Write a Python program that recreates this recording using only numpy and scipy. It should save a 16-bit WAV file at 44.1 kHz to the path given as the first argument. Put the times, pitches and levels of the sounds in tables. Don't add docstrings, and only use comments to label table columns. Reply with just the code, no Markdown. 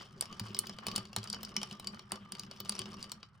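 import sys
import numpy as np
from scipy import signal
from scipy.fft import rfft, irfft
from scipy.io import wavfile
from scipy.ndimage import uniform_filter1d, map_coordinates

SR = 44100
rng = np.random.default_rng(int(sys.argv[2]) if len(sys.argv) > 2 else 0)


def unload_audio(sound):
    columns = np.transpose(np.atleast_2d(sound))
    steps = np.round(np.clip(columns, -1, 1) * 32767)
    wavfile.write(sys.argv[1], SR, steps.astype(np.int16))


N = 149940

# t/s, level/dB
STIR = [(0, -52), (.1, -66.5), (.22, -59), (.6, -56.5), (.8, -60.5), (.95, -49.5), (1.13, -67.5),
        (1.2, -57), (1.6, -57), (1.8, -62), (1.9, -58.5), (2.09, -66.5), (2.14, -54.5), (2.29, -67),
        (2.4, -59.5), (2.58, -62), (2.8, -56), (3.12, -60), (3.2, -70), (3.4, -80)]
# f/Hz, level over its band/dB, free t60/s
WALL_MODES = [(482, -10, 0.017), (1175, -7, 0.13), (2983, -4.5, 0.076), (3102, 1, 0.018), (4710, -16, 0.05),
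              (5490, -11.5, 0.036), (8750, 5, 0.0051)]
# low edge f/Hz, high edge f/Hz
BANDS = [(3700, 6200), (350, 1500), (2100, 3700), (6200, 11800), (11800, 17000)]


def undb(db):
    return 10 ** (np.asarray(db) / 20)


def unit(x):
    return x / np.sqrt(np.mean(x ** 2))


def stirring():
    t, db = np.array(STIR).T
    return undb(np.interp(np.arange(N) / SR, t, db))


def walk(rate):
    hold = int(SR / rate)
    steps = np.repeat(rng.standard_normal(N // hold + 1), hold)
    return unit(uniform_filter1d(steps, hold)[:N])


def coloured(spectrum, channels):
    hz, db = np.array(spectrum).T
    f = np.fft.rfftfreq(N, 1 / SR) + 1
    gain = undb(np.interp(np.log(f), np.log(hz), db))
    return unit(irfft(rfft(rng.standard_normal((channels, N))) * gain, N))


def band_of(hz):
    return [low <= hz < high for low, high in BANDS].index(True)


def resonate(push, hz, t60):
    pole = np.exp(2j * np.pi * hz / SR - np.log(1000) / (t60 * SR))
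    return signal.lfilter([1], [1, -pole], push).imag


def room_air():
    # f/Hz, relative level/dB
    air_spectrum = [(22, -42.5), (55, 0), (130, 10.5), (200, -1.5), (300, -41), (1300, -9), (2100, -23),
                    (5000, -62)]
    air = coloured(air_spectrum, channels=2)
    common = air.sum(0)
    opposed = air - air[::-1]
    return (common + 0.21 * opposed) * undb(-65)


def room(x):
    level_db, t60_s, low_hz, top_hz = -16, 0.14, 300, 7000
    t = np.arange(SR // 3) / SR
    fall = np.exp(-np.log(1000) * t / t60_s)
    tail = rng.standard_normal((2, len(t))) * fall * (t > .003)
    tail = signal.sosfilt(signal.butter(1, [low_hz, top_hz], "band", fs=SR, output="sos"), tail)
    tail = tail / np.sqrt(np.sum(tail ** 2) / 2)
    return undb(level_db) * signal.fftconvolve(x[None], tail)[:, :N]


def liquid_swish():
    # f/Hz, relative level/dB
    swish_spectrum = [(250, -13), (500, 7), (1170, 20), (1930, 12), (4610, -5.5), (8730, -37.5),
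                      (16500, -18)]
    level_db, flicker_db = -4.5, 6
    noise = coloured(swish_spectrum, channels=2)
    return noise * stirring() * undb(level_db + flicker_db * walk(140))


def desk():
    # f/Hz, hum level over the stirring/dB, t60/s
    desk_modes = [(108.5, -5.5, 0.29), (203.9, 8, 0.11), (377.5, -4.5, 0.075)]
    # t/s, then the peak level/dB in each of the three desk modes
    thuds = np.array([(0.405, -32, -30.5, -46), (0.497, -44, -36, -41), (0.872, -40, -31, -43),
                      (.97, -38.5, -39, -50.5), (1.169, -33.5, -34.5, -41), (1.568, -73, -32, -42.5),
                      (1.714, -64, -35.5, -50.5), (2.119, -56, -36.5, -38.5), (2.324, -57, -36.5, -52),
                      (2.6, -44.5, -63, -45), (2.794, -43, -41, -39.5)])
    thud_rise_s, unevenness_db = 0.0074, 5.3
    soft = np.hanning(int(2 * thud_rise_s * SR))
    soft_t = np.arange(len(soft)) / SR
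    strength = stirring()
    out = 0
    for k, (hz, db, t60) in enumerate(desk_modes):
        shove = np.zeros(N)
        shove[(thuds[:, 0] * SR).astype(int)] = undb(thuds[:, k + 1])
        push = 2 * soft / soft.sum() * np.cos(2 * np.pi * hz * soft_t)
        boom = resonate(np.convolve(shove, push)[:N], hz, t60)
        drag = rng.standard_normal(N) * undb(unevenness_db * np.tanh(walk(20)))
        hum = undb(db) * strength * unit(resonate(drag, hz, t60))
        out = out + boom + hum
    return out


def rub():
    rub_db = [-3.5, 6, -5.5]
    damp, unevenness_db = 0.42, 8.8
    drift_s = .004
    out = 0
    for hz, db, t60 in WALL_MODES[:-1]:
        push = rng.standard_normal(N) * undb(unevenness_db * np.tanh(walk(35)))
        singing = unit(resonate(push, hz, damp * t60))
        out = out + undb(db + rub_db[band_of(hz)]) * singing
    wander = uniform_filter1d(walk(8), SR // 10) * drift_s * SR
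    return map_coordinates(out, [np.arange(N) + wander], mode="mirror") * stirring()


def strike(times, band_db, ping_hz, seconds):
    crack_db = [-2.5, 5.5, 4.5, 9, 5]
    crack_t60 = [0.012, 0.026, 0.018, 0.0069, 0.014]
    detune, mode_scatter_db = 0.012, 3
    rise_s, bounce_s, bounce_db = .0011, .0035, -15
    ping_db, ping_t60_s = 1, 0.016
    hz, mode_db, mode_t60 = np.array(WALL_MODES).T
    band = [band_of(f) for f in hz]
    t = np.arange(int(seconds * SR)) / SR

    def envelopes(t60):
        fall = np.exp(-np.log(1000) * t / np.array(t60)[:, None])
        return fall * np.minimum(t / rise_s, 1)

    chance = rng.standard_normal((len(times), 3, len(hz)))
    crack = []
    for edges in BANDS:
        sos = signal.butter(3, edges, "band", fs=SR, output="sos")
        crack.append(unit(signal.sosfilt(sos, rng.standard_normal(N + SR))))
    crack = np.array(crack)
    mode_env, crack_env = envelopes(mode_t60), envelopes(crack_t60)
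    ping_env = envelopes([ping_t60_s])[0]
    out = np.zeros(N + SR)
    for s, level, pitch, (tune, size, bounce) in zip(times, band_db, ping_hz, chance):
        tuned_hz = hz * (1 + detune * tune)
        modes = np.sin(2 * np.pi * tuned_hz[:, None] * t) * mode_env
        ring = undb(level[band] + mode_db + mode_scatter_db * size) @ modes
        ping = undb(level[0] + ping_db) * ping_env * np.sin(2 * np.pi * pitch * t)
        first = int(s * SR)
        second = first + int(bounce_s * SR * undb(3 * bounce[0]))
        second_gain = undb(bounce_db + 2 * bounce[1])
        for start, gain in (first, 1), (second, second_gain):
            grit = undb(level + crack_db) @ (crack[:, start:start + len(t)] * crack_env)
            out[start:start + len(t)] += gain * (ring + ping + grit)
    return out[:N]


def rattle():
    # t/s, level/dB, ping f/Hz
    clear_ticks = [(0.2555, -35, 5300), (0.3267, -35, 4720), (0.466, -38, 2960), (0.6569, -40, 4850),
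                   (0.6949, -28, 5040), (0.8834, -24, 5150), (0.954, -29, 4560), (1.0533, -36.5, 4480),
                   (1.1302, -34.5, 2780), (1.1842, -29.5, 4700), (1.23, -34, 4660), (1.2735, -33.5, 4790),
                   (1.3448, -28.5, 4660), (1.4092, -43.5, 3080), (1.491, -39, 4680), (1.6152, -29, 3120),
                   (1.7111, -32, 3000), (1.7271, -35, 4830), (1.8443, -34.5, 4780), (1.945, -38.5, 4450),
                   (1.9933, -35, 4420), (2.157, -33.5, 4460), (2.2494, -52, 3030), (2.3509, -33, 4580),
                   (2.3836, -41, 4930), (2.4343, -36, 2930), (2.5122, -32, 4610), (2.752, -31.5, 5560),
                   (2.8564, -34.5, 2870), (2.9311, -41.5, 4600), (2.9411, -36, 5660), (3.0413, -35.5, 4650),
                   (3.0954, -41, 4590)]
    tick_db = np.array([-2, -17, -14, -19, -37])
    rate_per_s, spread_db, cluster_db = 150, 3, 5.5
    faint_db = 4
    draw = rng.random((int(rate_per_s * N / SR), 8))
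    times = draw[:, 0] * (N - 1) / SR
    size_db = -spread_db * np.log(1 - .9 * draw[:, 1])
    size_db = size_db + np.interp(times, *np.array(STIR).T)
    size_db = size_db + cluster_db * np.tanh(walk(15))[(times * SR).astype(int)]
    colour_db = 11 * (draw[:, 2:7] - .5)
    ping_hz = np.interp(draw[:, 7], [0, 1], (4340, 5460))
    faint = strike(times, size_db[:, None] + faint_db + tick_db + colour_db, ping_hz, seconds=0.11)
    s, db, hz = np.array(clear_ticks).T
    clear = strike(s, db[:, None] + tick_db, hz, seconds=0.078)
    return faint + clear


def knocks():
    knock_table = np.array([(0.2095, -21.5, -44.5, -40.5, -26, -53, 4710),
                            (0.2236, -32, -39.5, -44.5, -43, -68, 5400),
                            (0.396, -27.5, -41.5, -38.5, -37, -48, 4810),
                            (0.5461, -24.5, -45.5, -43, -45, -55, 5190),
                            (0.5665, -34, -60, -39.5, -53, -57.5, 5400),
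                            (0.5894, -25, -51, -39, -21, -34.5, 4320),
                            (0.6694, -31.5, -57, -45, -46, -53, 4880),
                            (0.7859, -37, -41.5, -42, -52, -71.5, 4740),
                            (0.8668, -23.5, -40, -35.5, -29.5, -43, 4510),
                            (0.9145, -29.5, -50, -41, -55, -53, 4670),
                            (0.9605, -18, -47, -36.5, -24.5, -44, 4570),
                            (0.9794, -27.5, -42, -36.5, -37.5, -54, 4680),
                            (1.1629, -22.5, -33, -35, -28, -46, 4123),
                            (1.24, -35, -57, -48, -41, -65, 4870), (1.3, -24.5, -50, -66, -39, -69, 4820),
                            (1.3283, -22, -61, -58, -39, -71, 4800),
                            (1.3362, -37, -43, -43.5, -57, -72, 4460),
                            (1.4307, -32.5, -47, -44, -43.5, -44, 5220),
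                            (1.4489, -29.5, -59, -52, -43, -60, 4790),
                            (1.565, -18.5, -41.5, -30, -35.5, -50, 5550),
                            (1.6307, -24.5, -41, -36.5, -38.5, -61, 5600),
                            (1.797, -34.5, -49, -46.5, -42.5, -54, 4000),
                            (1.8712, -23, -47.5, -39, -36, -54, 4620),
                            (2.119, -28, -36, -36, -31, -51, 4600),
                            (2.3207, -31, -47.5, -45, -37.5, -56, 4740),
                            (2.395, -25.5, -63, -49, -40, -56, 4810),
                            (2.602, -29, -44.5, -43.5, -43.5, -41, 4550),
                            (2.694, -23, -44, -39.5, -27, -51, 4700),
                            (2.7217, -29, -46, -44.5, -46, -62, 4570),
                            (2.7916, -27, -63, -36.5, -34.5, -62, 4600),
                            (2.8165, -30, -45.5, -42, -51, -70, 4870),
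                            (3.027, -31.5, -63, -55, -41.5, -75, 4760),
                            (3.1177, -29.5, -43.5, -43.5, -37.5, -51, 4390),
                            (3.2293, -37, -49, -42, -62, -100, 4650)])
    return strike(knock_table[:, 0], knock_table[:, 1:6], knock_table[:, 6], seconds=.2)


def ports(x):
    # f/Hz, lead of the left/rad
    port_phase = [(0, 0), (2760, 1.1), (4200, .1), (5680, -1.3), (7300, .1), (9600, -3.1), (12100, -6.5),
                  (13500, -9.4), (15100, -12.5)]
    # f/Hz, left minus right level/dB
    port_balance = [(700, -.4), (2400, 3.5), (4400, 2.3), (8000, .1)]
    # f/Hz, level/dB
    port_colour = [(6000, -4), (7800, 0.5), (9200, 9.5), (10500, -5.5), (12500, -13), (13600, 4),
                   (14800, 10), (16500, -8.5)]
    f = np.fft.rfftfreq(N, 1 / SR)
    balance_db = np.interp(f, *np.array(port_balance).T)
    lead = np.interp(f, *np.array(port_phase).T)
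    colour = undb(np.interp(f, *np.array(port_colour).T))
    half = undb(balance_db / 2) * np.exp(.5j * lead)
    return irfft(rfft(x) * colour * np.array([half, 1 / half]), N)


def scene():
    glass = knocks() + rattle() + rub() + desk()
    swish = liquid_swish()
    air = room_air()
    return ports(glass) + room(glass) + swish + air


def record(dry):
    top_hz = 16650
    return signal.sosfilt(signal.ellip(10, .2, 80, top_hz, fs=SR, output="sos"), dry)


dry = scene()
out = record(dry)
unload_audio(out)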